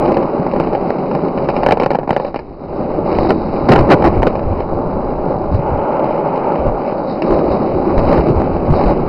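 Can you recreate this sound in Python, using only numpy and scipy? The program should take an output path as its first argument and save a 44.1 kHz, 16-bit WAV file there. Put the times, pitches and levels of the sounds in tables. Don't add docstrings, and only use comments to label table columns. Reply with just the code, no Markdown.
import sys
import numpy as np
from scipy import signal
from scipy.io import wavfile
from scipy.ndimage import uniform_filter1d

SR = 44100
rng = np.random.default_rng(int(sys.argv[2]) if len(sys.argv) > 2 else 0)


def invert_db(level):
    return 10 ** (np.asarray(level, dtype=float) / 20)


def generate_wav(sig):
    pcm = np.round(np.clip(np.atleast_2d(sig).T, -1, 1) * 32767).astype(np.int16)
    wavfile.write(sys.argv[1], SR, pcm)


N = 400428
LEAD = 2048
PLATEAU_EDGE_S = 0.046

# [f/Hz, width/Hz, level/dB]
DECK_LOW = [(181, 63, -10.5), (250.6, 89, -5.5), (379, 116, -1.5)]
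# [f/Hz, width/Hz, level/dB]
DECK = [(450, 130, -9.5), (574, 105, 5.5), (760, 91, -2), (819, 79, -3.5), (1000, 270, -12),
        (1330, 600, -34)]
# [f/Hz, width/Hz, level/dB]
TRUCKS = [(1830, 450, -27.5), (2260, 540, 16.5), (2670, 300, -8.5), (2530, 680, -1.5)]
# [f/Hz, width/Hz, level/dB]
BEARINGS = [(3960, 380, -1), (4530, 520, -5.5), (4700, 1400, -30.5)]


def level(x):
    return x / np.sqrt(np.mean(x ** 2))


def ring(x, hz, width_hz):
    pole = np.exp((2j * np.pi * hz - np.pi * width_hz) / SR)
    return signal.lfilter([1], [1, -pole], x).imag


def walk(rate_hz):
    hold = int(SR / rate_hz)
    steps = np.repeat(rng.standard_normal(N // hold + 1), hold)
    return 2.03 * uniform_filter1d(uniform_filter1d(steps, hold), hold)[:N]


def between(x, band_hz):
    return signal.sosfilt(signal.butter(5, band_hz, "bandpass", fs=SR, output="sos"), x)


def bumps(rows, width_s):
    t = np.arange(N) / SR
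    return sum(db * np.exp(-((t - s) / width_s) ** 2 / 2) for s, db in rows)


def spans(rows, edge_s):
    t = np.arange(N) / SR
    return sum(height * np.clip(np.minimum(t - start, end - t) / edge_s + .5, 0, 1)
               for start, end, height in rows)


def driven(force, modes, own, flicker_db):
    force = level(np.r_[force[-LEAD:], force])
    total = np.zeros(N)
    for hz, width_hz, db in modes:
        shaken = ring(force + own * rng.standard_normal(N + LEAD), hz, width_hz)[LEAD:]
        total += invert_db(db + flicker_db * walk(15)) * width_hz * shaken
    return level(total)


def wind():
    # [t/s, level/dB]
    breeze = [(0.0, -25.5), (0.3, -36.5), (0.7, -27), (1.0, -37.5), (1.6, -27), (2.0, -32), (2.45, -36.5),
              (2.9, -28), (3.5, -23.5), (4.3, -21.5), (5.2, -24.5), (5.7, -22), (5.9, -33.5), (7.2, -36.5),
              (7.7, -25.5), (8.3, -22), (9.08, -26.5)]
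    # [t/s, extra/dB]
    puffs = [(3.19, 10.5), (3.82, 15), (4.07, 10), (4.2, 10), (4.5, 9.5), (5.55, 11), (5.74, 9), (6.6, 5),
             (6.68, 22), (7.33, 16), (7.51, 13), (7.74, 5), (7.98, 13), (8.09, 10), (8.37, 7), (8.55, 3),
             (8.72, 14), (8.86, 8), (9.02, 6.5)]
    # [t/s, peak/dB, f/Hz]
    gusts = [(0.391, 0, 159), (2.491, -25, 56.5), (3.697, 15.5, 144.3), (3.796, -8, 95.2),
             (4.179, -18, 50.8), (4.483, -8, 71), (5.541, 2.5, 105), (5.587, -0.5, 147),
             (6.588, -8.5, 64.3), (6.667, -15, 74), (6.709, -12, 39.4), (7.308, -12, 128.5),
             (7.492, -15.5, 160), (7.735, -10.5, 137.6), (7.967, -1.5, 59.6), (8.073, -5, 42.4),
             (8.17, -2, 60), (8.299, 4, 144), (8.353, -1, 80.4), (8.378, -6.5, 74), (8.699, 6, 140.5),
             (8.845, -0.5, 46), (8.879, -23.5, 75.4)]
    # [f/Hz, width/Hz, level/dB]
    rumble = [(32, 82, -0.15), (83, 100, -1.7)]
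    wind_db = np.interp(np.arange(N) / SR, *np.transpose(breeze)) + bumps(puffs, width_s=0.032)
    lumps = invert_db(.6 * walk(14)) * rng.standard_normal(N)
    out = invert_db(wind_db - 1.5) * driven(lumps, rumble, own=.7, flicker_db=.8)
    t = np.arange(SR // 8) / SR
    for s, db, hz in gusts:
        slap = invert_db(db + 3.0) * t * hz * np.exp(-t * hz / 0.81) * np.cos(2 * np.pi * hz * t)
        out[int(s * SR):][:len(t)] += slap[:N - int(s * SR)]
    return signal.sosfilt(signal.butter(3, 190, fs=SR, output="sos"), out)


def hum(rows, modes):
    envelope = spans([(start, end, invert_db(db)) for start, end, db in rows], PLATEAU_EDGE_S)
    return envelope * driven(rng.standard_normal(N), modes, own=0.39, flicker_db=1.0)


def leaning():
    # [start/s, end/s, level/dB]
    leans = [
        (0.0, 0.201, -20),
        (3.048, 3.4, -19),
        (4.0, 4.298, -29),
        (7.198, 7.499, -17.5),
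        (7.576, 8.096, -20.5),
        (8.2, 8.463, -19),
        (8.818, 8.956, -22.5),
    ]
    # [f/Hz, width/Hz, level/dB]
    lean_mode = [(341, 36, 0)]
    return hum(leans, lean_mode)


def fine_asphalt():
    # [start/s, end/s, level/dB]
    fine = [
        (4.7, 5.3, -31.5),
        (5.62, 6.55, -20.5),
        (6.6, 7.05, -29.5),
    ]
    # [f/Hz, width/Hz, level/dB]
    sing = [(860, 87, 1), (410, 68, -1.5), (1310, 210, -15)]
    return hum(fine, sing)


def knocks():
    # [t/s, blow/dB, crack re blow/dB]
    cracks = [(0.028, -26, -28), (0.05, -11.5, -18), (0.144, -10, -12), (0.169, -4, -23.5),
              (0.227, -6.5, -19), (0.296, -12, -27), (0.465, -6, -28), (0.514, -15, -10), (0.535, -8, -25),
              (0.562, -6, -29.5), (0.6, 1.5, -20.5), (0.638, -8, -23), (0.672, -8.5, -27),
              (0.732, -8, -20.5), (0.75, -2, -23.5), (0.904, -5.5, -31), (0.985, -14, -14),
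              (1.113, -7, -22), (1.15, -3.5, -24), (1.283, -18, -13), (1.376, -1.5, -20), (1.446, -15, -13),
              (1.488, -0.5, -20), (1.5, -7.5, -12), (1.565, -4, -11.5)]
    # [t/s, blow/dB, crack re blow/dB]
    pavers = [(1.633, 0, -20.5), (1.663, 6, -26.5), (1.687, 3, -21.5), (1.709, 0, -16.5),
              (1.721, 5.5, -21.5), (1.772, -7.5, -21.5), (1.799, -4, -10.5), (1.814, -7, -25.5),
              (1.822, -1.5, -24.5), (1.834, -0.5, -14), (1.861, -1, -22.5), (1.905, -1.5, -18.5),
              (1.914, -3.5, -22), (1.933, -11, -18), (1.948, -2, -31.5), (1.954, -3, -31.5),
              (1.987, -6, -30), (2.032, -12.5, -36), (2.076, -8, -27), (2.092, -6, -24.5),
              (2.106, 2, -25.5), (2.129, -5, -20), (2.164, -2.5, -26.5), (2.176, -11, -21),
              (2.199, -7, -29), (2.248, -8.5, -20.5), (2.278, -18.5, -26), (2.344, -6.5, -25),
              (2.36, -5, -14), (2.391, -12, -14)]
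    # [t/s, blow/dB, crack re blow/dB]
    kerbs = [(3.128, -9.5, -19), (3.151, -6.5, -16.5), (3.186, -2.5, -21), (3.249, -7, -36),
             (3.271, -10, -25), (3.305, 8, -29), (3.564, -12.5, -12.5), (3.687, -6, -23), (3.719, 7, -11.5),
             (3.76, 9, -24), (3.789, -1.5, -13), (3.892, -1, -27.5), (3.909, 2, -19.5), (3.918, 5, -8),
             (4.023, -5, -19), (4.039, -3.5, -28), (4.06, -8, -26), (4.221, -6.5, -27), (4.23, 3, -36.5),
             (4.269, 4.5, -18), (4.354, -6, -21), (4.393, -9, -26), (4.604, -10, -15)]
    # [t/s, blow/dB, crack re blow/dB]
    pebbles = [(6.359, -15, -11), (6.558, -6, -32), (7.221, -3, -8.5), (7.311, -15.5, -8),
               (7.344, -12, -19), (7.39, -21, -19), (7.524, -16, -27), (8.079, -9, -15),
               (8.137, -15.5, -27.5), (8.208, -10, -13), (8.739, -5, -29), (8.796, -7, -21.5),
               (8.838, -6, -17), (8.881, -7.5, -25)]
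    # [f/Hz, width/Hz, level/dB]
    risers = [(1300, 210, 1.5), (1710, 260, -4)]
    # (knocks, thud re blow/dB, rattle t60/s)
    paving = [(cracks, -4.5, .03), (pavers, -17.5, 0.041), (kerbs, 0, 0.027), (pebbles, -4.5, 0.011)]
    out = np.zeros((2, N + SR // 4))
    t = np.arange(SR // 8) / SR
    for s, blow_db, crack_db, thud_db, t60_s in [(*row, *shared) for rows, *shared in paving for row in rows]:
        bounces = rng.standard_normal(len(t)) * (rng.random(len(t)) < .1)
        push = (t == 0) + 0.33 * bounces * invert_db(-60 * t / max(t60_s, .004))
        chatter = push + 0.15 * bounces * invert_db(-60 * t / 0.095)
        # (0 wood or 1 metal, modes, level/dB, damping factor)
        parts = [(0, DECK_LOW, thud_db - 11.5, 3.8), (0, DECK, -7.5, 1.6),
                 (1, TRUCKS, crack_db - 16.5, 0.52), (1, BEARINGS, crack_db - 15, 1.3), (1, risers, -19, 1)]
        for k, modes, part_db, damping in parts:
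            for (hz, width_hz, db), chance in zip(modes, rng.standard_normal(len(modes))):
                gain = invert_db(blow_db + part_db + 0.78 * db + 0.5 * chance)
                out[k, int(s * SR):][:len(t)] += gain * ring((push, chatter)[k], hz, damping * width_hz)
    return out[:, :N]


def grain(rate_hz, scatter_db):
    when, size, sign = rng.random((3, N))
    push = np.sign(.75 - sign)
    return (when < rate_hz / SR) * invert_db(-scatter_db * np.log(size + 0.037)) * push


def rolling():
    # [t/s, road contact/dB, rider's load on low modes/dB, wheel spin/dB]
    roll = [(0.0, -12.5, -14.5, -53), (0.3, -18.5, -19.5, -55), (1.0, -19, -18.5, -53.5),
            (1.37, -20, -19.5, -54.5), (1.76, -20.5, -27, -61.5), (2.05, -32, -30.5, -69),
            (2.55, -34.5, -34, -63), (2.8, -20, -21.5, -54.5), (3.05, -23, -17.5, -59),
            (3.452, -22.5, -21.5, -49), (3.901, -14.5, -15, -53), (4.452, -20, -22, -57.5),
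            (5.401, -19, -22.5, -57), (5.8, -18, -26, -61), (6.55, -17, -26.5, -60.5),
            (7.1, -20, -24.5, -52.5), (7.35, -17.5, -19, -50.5), (9.08, -18, -16, -55.5)]
    # [start/s, end/s, extra/dB]
    slams = [(1.692, 1.679, 14), (1.722, 1.736, 9.5), (3.286, 3.321, 11), (3.684, 3.736, 18),
             (3.744, 3.768, 7.5), (3.777, 3.81, 7.5), (3.898, 3.942, 16), (4.039, 4.073, 11.5),
             (4.217, 4.268, 4.5), (4.269, 4.275, 17), (7.975, 7.994, 5), (8.045, 8.19, 3),
             (8.265, 8.304, 3), (8.873, 8.918, 0.5)]
    # [start/s, end/s, extra/dB]
    patches = [
        (1.498, 1.726, 4),
        (2.109, 2.3, 9),
        (3.06, 3.29, 6),
        (7.255, 7.405, 2.5),
        (7.6, 7.95, 0.5),
        (7.97, 8.21, 3.5),
        (8.05, 8.19, -0.5),
        (8.47, 8.66, -1),
        (8.751, 8.924, 4.5),
    ]
    # [t/s, extra hiss/dB]
    scrubs = [
        (5.55, 10.5),
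        (7.08, 6.5),
        (7.13, 8),
        (7.525, 10.5),
        (8.76, 8.5),
    ]
    # [start/s, end/s, grit change/dB]
    swept = [
        (2.45, 3.05, 0),
        (4.65, 5.5, -4.5),
        (5.62, 6.62, 1),
        (6.7, 7.15, -2),
        (8.04, 8.2, 1),
        (8.25, 8.7, -1),
    ]
    t = np.arange(N) / SR
    s, *columns = np.transpose(roll)
    contact_db, load_db, spin_db = (np.interp(t, s, c) for c in columns)
    patch_db = spans(patches, edge_s=.04)
    deck_db = contact_db + patch_db
    grit_db = contact_db - 24.5 + 1.1 * patch_db + spans(swept, PLATEAU_EDGE_S)
    hiss_db = spin_db + 1.9 * patch_db + bumps(scrubs, width_s=.02)
    slam_db = sum(db * np.clip((t - start) / 0.0037, 0, 1) * np.clip((end - t) / 0.013 + 1, 0, 1)
                  for start, end, db in slams)
    roughness = invert_db(.8 * walk(40))
    stones = roughness * grain(900, 1.7)
    grit = roughness * grain(2200, 4.8) + 0.24 * stones
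    wood = (invert_db(load_db + 1.0 * slam_db) * driven(stones, DECK_LOW, own=0.83, flicker_db=-0.03)
            + invert_db(deck_db + 0.79 * slam_db) * driven(stones, DECK, own=1.0, flicker_db=0.76))
    metal = (invert_db(grit_db + 0.6 * slam_db) * driven(grit, TRUCKS, own=0.51, flicker_db=0.83)
             + invert_db(hiss_db + 1.1 * slam_db) * driven(grit, BEARINGS, own=0.6, flicker_db=0.0))
    return np.array([wood, metal])


def scene():
    wood, metal = knocks() + rolling()
    wood = wood + leaning() + fine_asphalt()
    deck = between(np.r_[wood[LEAD:0:-1], wood], (136.6, 1397))[LEAD:]
    return (deck + between(metal, (1250, 7000)) + wind())[None]


def roll_off(x):
    return signal.sosfilt(signal.butter(12, 15870, fs=SR, output="sos"), x)


def record(dry):
    # [low/Hz, high/Hz]
    thin_bands = [(2550, 3300), (4850, 5500)]
    overload, ceiling = 0.72, .705
    x = np.clip(dry, -overload, overload)
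    slot = signal.cheby2(4, 27, (3235, 3590), "bandstop", fs=SR, output="sos")
    x = signal.sosfiltfilt(slot, x, padtype="even")
    x = signal.sosfiltfilt(signal.ellip(7, .2, 40, 5330, fs=SR, output="sos"), x, padtype="even")
    for band_hz in thin_bands:
        band = signal.sosfiltfilt(signal.butter(6, band_hz, "bandpass", fs=SR, output="sos"), x)
        log_power = np.log(uniform_filter1d(band ** 2, size=260) + 1e-12)
        starved = log_power < uniform_filter1d(log_power, size=1200) - 1.0
        x = x - band * uniform_filter1d(1. * starved, size=160)
    mix = np.clip(x, -ceiling, ceiling)
    return roll_off(mix)


dry = scene()
out = record(dry)
generate_wav(out)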